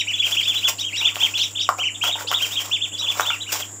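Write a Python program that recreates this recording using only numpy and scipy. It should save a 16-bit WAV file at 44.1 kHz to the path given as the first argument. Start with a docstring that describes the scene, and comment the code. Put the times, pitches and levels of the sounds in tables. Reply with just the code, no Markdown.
"""From the start, ducklings in a shallow inflatable pool of plastic balls peep over one another,
each peep a short whistle arching up and down in pitch, above a mains hum and a thin hiss.
Soon their paddling feet slosh the water, throwing spray and setting small bubbles ringing.
After about a second come hollow plops, loudest near 1.7 s and 3.2 s. Peeping and sloshing go on
to the end, and nearby walls follow each sound with a short echo."""
import sys
import numpy as np
from scipy import signal
from scipy.fft import rfft, irfft
from scipy.io import wavfile

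SR = 44100
rng = np.random.default_rng(int(sys.argv[2]) if len(sys.argv) > 2 else 0)


def wav_out(sig):
    """Save sig, one row per channel (or a flat mono array), as 16-bit PCM at SR to the path in sys.argv[1]."""
    wavfile.write(sys.argv[1], SR, np.round(np.clip(np.atleast_2d(sig).T, -1, 1) * 32767).astype(np.int16))


N = 167580

# Mains hum. Each row: harmonic number, rms level in dB.
HUM_HARMONICS = [(1,-47),(3,-55.5)]
# Spectrum of the hiss. Each row: frequency in Hz, relative density in dB.
HISS_SPECTRUM = [(45,-11.5),(250,-1.5),(1900,-11),(4500,-53),(6100,-23.5),(6800,5),(7500,7.5),(8400,-13),(12500,-22.5),(15300,-29.5)]
# Reverberation. Each row: frequency in Hz, seconds to fall by 60 dB.
ROOM_DECAY = [(900,0.19),(9000,0.17)]
# Spectrum of spray and wet ticks. Each row: frequency in Hz, relative density in dB.
SPRAY_SPECTRUM = [(1700,-3.5),(3300,2),(4300,-7),(5500,3),(6200,-2.5),(7300,2.5),(8600,-11),(12000,-13),(15300,-1.5)]
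# Strokes of the feet. Each row: peak time in seconds, time constant in seconds, spray level in dB,
# bubbling level in dB.
FOOT_STROKES = [(0.314,0.046,-28.5,-48),(0.46,0.24,-35.5,-74),(0.684,0.024,-28,-32),(1.047,0.061,-36.5,-39),(1.248,0.07,-30.5,-40.5),(1.41,0.054,-34,-61),(1.79,0.015,-46,-25),
                (2.06,0.025,-27.5,-28.5),(2.196,0.037,-33,-31),(2.322,0.013,-29,-25),(2.453,0.075,-26,-44),(2.641,0.042,-28,-36.5),(3.047,0.045,-33.5,-42.5),(3.203,0.092,-31,-33.5),(3.56,0.049,-26,-32)]
# Hollow plops. Each row: start in seconds, level in dB, pitch in Hz, swell time in seconds,
# relative level of the tick in dB.
HOLLOW_PLOPS = [(1.1575,-10,2800,0.0003,-8.5),(1.1672,-18.5,1050,0.0003,-6),(1.69,0,1133,0.00081,-16.5),(2.038,-17,1330,.0012,-4.5),(2.315,-12.5,1065,0.00069,-5),
                (3.197,-3,1240,0.00044,-36),(3.2076,-14.5,1340,0.00064,0.5),(3.303,-14.5,1350,0.0011,-20)]
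# Single whistles. Each row: time of the arch's top in seconds, top pitch in Hz, half length in seconds,
# level in dB before the throat resonance.
PLAIN_PEEPS = [(.001,3103,.022,-19.5),(.095,3020,.030,-20),(0.144,3470,0.026,-23.5),(0.188,3860,0.028,-33),(0.205,3426,0.031,-22),(.250,3227,0.033,-19),
               (0.334,3477,0.026,-23.5),(0.39,3308,.029,-16),(.491,3500,0.045,-22),(0.562,3515,0.026,-22.5),(0.585,3970,0.031,-26.5),(0.656,3458,0.037,-20.5),
               (0.861,3270,0.052,-29),(.948,2850,0.028,-26),(1.042,2926,0.047,-24),(1.067,3600,0.03,-16.5),(1.23,3584,0.054,-26),(1.242,3247,0.035,-19),
               (1.359,3434,0.026,-23.5),(1.412,3610,.028,-17.5),(1.567,3624,0.021,-27),(1.602,3700,0.023,-24.5),(1.816,3160,0.039,-26),(1.86,3055,0.036,-22.5),
               (1.953,3690,0.014,-30),(2.034,3280,0.027,-22.5),(2.08,3404,0.04,-22),(2.128,3717,0.037,-24),(2.363,3746,0.039,-21.5),(2.43,3206,0.035,-23.5),
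               (2.546,3750,0.048,-26.5),(2.581,3310,0.029,-22),(2.740,3540,0.034,-21.5),(2.833,3610,0.031,-22),(2.945,3494,0.035,-31.5),(3.043,3510,0.035,-25),
               (3.096,3530,.034,-22),(3.234,3860,0.032,-31),(3.285,3614,0.04,-20.5),(3.331,2795,0.04,-28),(3.421,3930,0.024,-31.5),(3.488,2980,.033,-30),(3.625,3370,0.014,-28)]
# Shriller peeps that carry a second, higher whistle. Each row: as for the plain peeps.
SHRILL_PEEPS = [(.010,3855,0.024,-28),(0.447,3730,0.029,-28.5),(.812,3824,0.033,-25.5),(.989,3904,0.043,-26.5),(1.391,4310,0.023,-26),
                (1.44,3855,0.039,-24),(1.63,3784,0.043,-28),(2.297,3650,0.031,-24.5),(3.005,3940,0.035,-28.5)]
# A whistle's overtones. The one entry: relative level of the octave in dB.
PEEP_OVERTONES_DB = [-20]

HUM_HZ, HISS_DB, HISS_WAVER_DB = 100.7, -39.5, 1.2
ROOM_DB, PLOP_ROOM_DB = -5, -4
DROPS_PER_S, LAP_SPRAY_DB, SPRAY_PATCHY_DB, WATER_LOW_HZ = 1800, -55, 4.5, 454
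BUBBLES_PER_S, BUBBLE_HZ, BUBBLE_LOG_SPREAD, BUBBLE_DECAY_CYCLES = 600, 1188, 0.444, 3.44
LOW_NOTE_RATIO, LOW_NOTE_DB = 0.72, -9.5
PITCH_SAG, UPPER_RATIO = 0.6, 1.47  # fractional drop far from the top; upper whistle's pitch ratio
ONSET_LEAD, ONSET_WIDTH = 0.82, 0.11  # in half lengths: the voice catches before the top
THROAT_HZ, THROAT_WIDTH_HZ, THROAT_DB = 3240, 940, 8.5
FLUTTER_DB, ECHO_DB, ECHO_MAX_S = 2.35, -24, 0.016
CLIP_LEVEL, BAND_LIMIT_HZ = .7, 15600


def amp(db):
    """Amplitude grows tenfold for every 20 dB."""
    return 10 ** (np.asarray(db) / 20)


def unit(x):
    """Normalisation to rms 1."""
    return x / np.sqrt(np.mean(x ** 2) + 1e-20)


def curve_at(points, hz):
    """Interpolation on a logarithmic frequency axis."""
    f, value = np.transpose(points)
    return np.interp(np.log(hz + 1), np.log(f), value)


def add(mix, start_s, sound):
    """Superposition: a sound adds to the mix from its start time."""
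    at = round(start_s * SR)
    sound = sound[max(-at, 0):]
    part = mix[max(at, 0):][:len(sound)]
    part += sound[:len(part)]


def colour(x, spectrum):
    """Filtering multiplies the spectrum of x by a gain curve; the result has rms 1."""
    gain = amp(curve_at(spectrum, np.fft.rfftfreq(len(x), 1 / SR)))
    return unit(irfft(rfft(x) * gain, len(x)))


def wander(rate_hz, size=N):
    """Low-passed noise gives a smooth random fluctuation of rms 1."""
    hz = np.fft.rfftfreq(size, 1 / SR)
    return unit(irfft(rfft(rng.standard_normal(size)) * np.exp(-(hz / rate_hz) ** 2), size))


def impulses(per_s, spread_db):
    """A Poisson process: independent clicks of uneven size."""
    size = amp(spread_db * np.minimum(rng.exponential(1, N), 4)) * np.sign(rng.standard_normal(N))
    return size * (rng.random(N) < per_s / SR)


def no_bass(x):
    """A third-order high-pass leaves the water's sounds almost no bass."""
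    return signal.sosfilt(signal.butter(3, WATER_LOW_HZ, "high", fs=SR, output="sos"), x)


def mains_hum():
    """A periodic tone is a sum of harmonics, here odd ones."""
    phase = 2 * np.pi * HUM_HZ * np.arange(N) / SR
    return sum(amp(db) * unit(np.sin(k * phase)) for k, db in HUM_HARMONICS)


def hiss():
    """Noise with a bright band wavers under slight amplitude modulation."""
    level = amp(HISS_DB + HISS_WAVER_DB * wander(rate_hz=30))
    return level * colour(rng.standard_normal(N), HISS_SPECTRUM)


def reverberation(x):
    """Wall reflections merge into a diffuse tail that decays exponentially, faster in the treble."""
    hz, t, noise = signal.stft(rng.standard_normal(SR // 2), SR)
    decay = amp(-60 * t / curve_at(ROOM_DECAY, hz)[:, None])
    tail = signal.istft(noise * decay, SR)[1]
    tail *= np.minimum(np.arange(len(tail)) / SR / 0.002, 1)  # builds up over 2 ms
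    return signal.fftconvolve(x, tail / np.linalg.norm(tail))[:N]


def bubbles():
    """Each bubble rings as a damped oscillator; the higher its pitch, the sooner it dies."""
    t = np.arange(SR // 20) / SR
    bubbling = np.zeros(N)
    pitches = BUBBLE_HZ * np.exp(BUBBLE_LOG_SPREAD * rng.standard_normal(size=40))
    for hz in pitches:
        ring = np.sin(2 * np.pi * hz * t) * np.exp(-hz * t / BUBBLE_DECAY_CYCLES)
        births = impulses(BUBBLES_PER_S / len(pitches), spread_db=6.5)
        bubbling += signal.oaconvolve(births, ring)[:N]
    return unit(bubbling)


def sloshing():
    """Strokes of the feet throw spray and churn up bubbles; being incoherent, they add in power."""
    t = np.arange(N) / SR
    spray_power, bubble_power = amp(LAP_SPRAY_DB) ** 2, 0  # the water never quite rests
    for peak_s, length_s, spray_db, bubble_db in FOOT_STROKES:
        u = (t - peak_s) / length_s
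        stroke = np.exp(-np.where(u < 0, u ** 2, u))  # Gaussian rise, exponential fall
        spray_power += (amp(spray_db) * stroke) ** 2
        bubble_power += (amp(bubble_db) * stroke) ** 2
    churn = np.sqrt(bubble_power) * bubbles()
    drops = colour(impulses(DROPS_PER_S, spread_db=1.5), SPRAY_SPECTRUM)
    patchiness = amp(SPRAY_PATCHY_DB * wander(rate_hz=32))
    return no_bass(np.sqrt(spray_power) * drops * patchiness + churn)


def plop(db, hz, swell_s, tick_db):
    """Heavy damping: two hollow notes and a wet tick swell and die within a few cycles."""
    t = np.arange(SR // 20) / SR
    envelope = t / swell_s * np.exp(1 - t / swell_s)
    phase = 2 * np.pi * hz * t
    notes = np.sin(phase) + amp(LOW_NOTE_DB) * np.sin(LOW_NOTE_RATIO * phase)
    tick = amp(tick_db) * colour(rng.standard_normal(len(t)), SPRAY_SPECTRUM)
    return amp(db) * no_bass(envelope * (notes + tick))


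def peep(top_s, top_hz, half_s, db, jitter=0.0084, voiced_share=1):
    """Source and filter: an arching whistle swells as it sweeps through the throat's resonance."""
    t = np.arange(-SR // 10, SR // 10) / SR
    arch = 1 - PITCH_SAG * (1 - np.exp(-(t / half_s) ** 2))
    hz = top_hz * arch * (1 + jitter * wander(rate_hz=560, size=len(t)))  # jitter makes it hoarse
    throat_db = THROAT_DB * (1 / (1 + ((hz - THROAT_HZ) / THROAT_WIDTH_HZ) ** 2) - .5)
    flutter_db = FLUTTER_DB * wander(rate_hz=61, size=len(t))
    attack = .5 + .5 * np.tanh((t / half_s + ONSET_LEAD) / ONSET_WIDTH)
    release = np.exp(-(np.maximum(t, 0) / (voiced_share * half_s)) ** 4)
    level = attack * release * amp(db + throat_db + flutter_db) * (hz / top_hz) ** 2
    phase = 2 * np.pi * np.cumsum(hz) / SR
    overtones = sum(amp(d) * np.sin(k * phase) for k, d in enumerate(PEEP_OVERTONES_DB, 2))
    rasp = overtones * wander(rate_hz=160, size=len(t))
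    voice = level * (np.sin(phase) + rasp)
    # early reflections from the pool's wall and floor
    echoes = sum(np.roll(voice, int(SR * ECHO_MAX_S * d)) for d in rng.random(size=3))
    return top_s + t[0], voice + amp(ECHO_DB) * echoes


def ducklings():
    """Peeps overlap; the shrill ones show biphonation, with a higher, hoarser, shorter second whistle."""
    voices = np.zeros(N)
    for row in PLAIN_PEEPS + SHRILL_PEEPS:
        add(voices, *peep(*row))
    for top_s, hz, half_s, db in SHRILL_PEEPS:
        add(voices, *peep(top_s, hz * UPPER_RATIO, half_s, db, jitter=0.0537, voiced_share=0.36))
    return voices


def scene():
    """Direct sound and its reverberation superpose on the hum and hiss."""
    voices = ducklings()
    plops = np.zeros(N)
    for start_s, *shape in HOLLOW_PLOPS:
        add(plops, start_s, plop(*shape))
    pool = voices + sloshing()
    room = reverberation(amp(ROOM_DB) * pool + amp(PLOP_ROOM_DB) * plops)
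    return (mains_hum() + hiss() + room + plops + pool)[None]


def record(dry):
    """Overload clips the loudest plops; a low-pass then limits the bandwidth."""
    clipped = np.clip(dry, -CLIP_LEVEL, CLIP_LEVEL)
    low_pass = signal.firwin(511, BAND_LIMIT_HZ, window=("kaiser", 9), fs=SR)
    return signal.oaconvolve(clipped, low_pass[None], "same")


dry = scene()
out = record(dry)
wav_out(out)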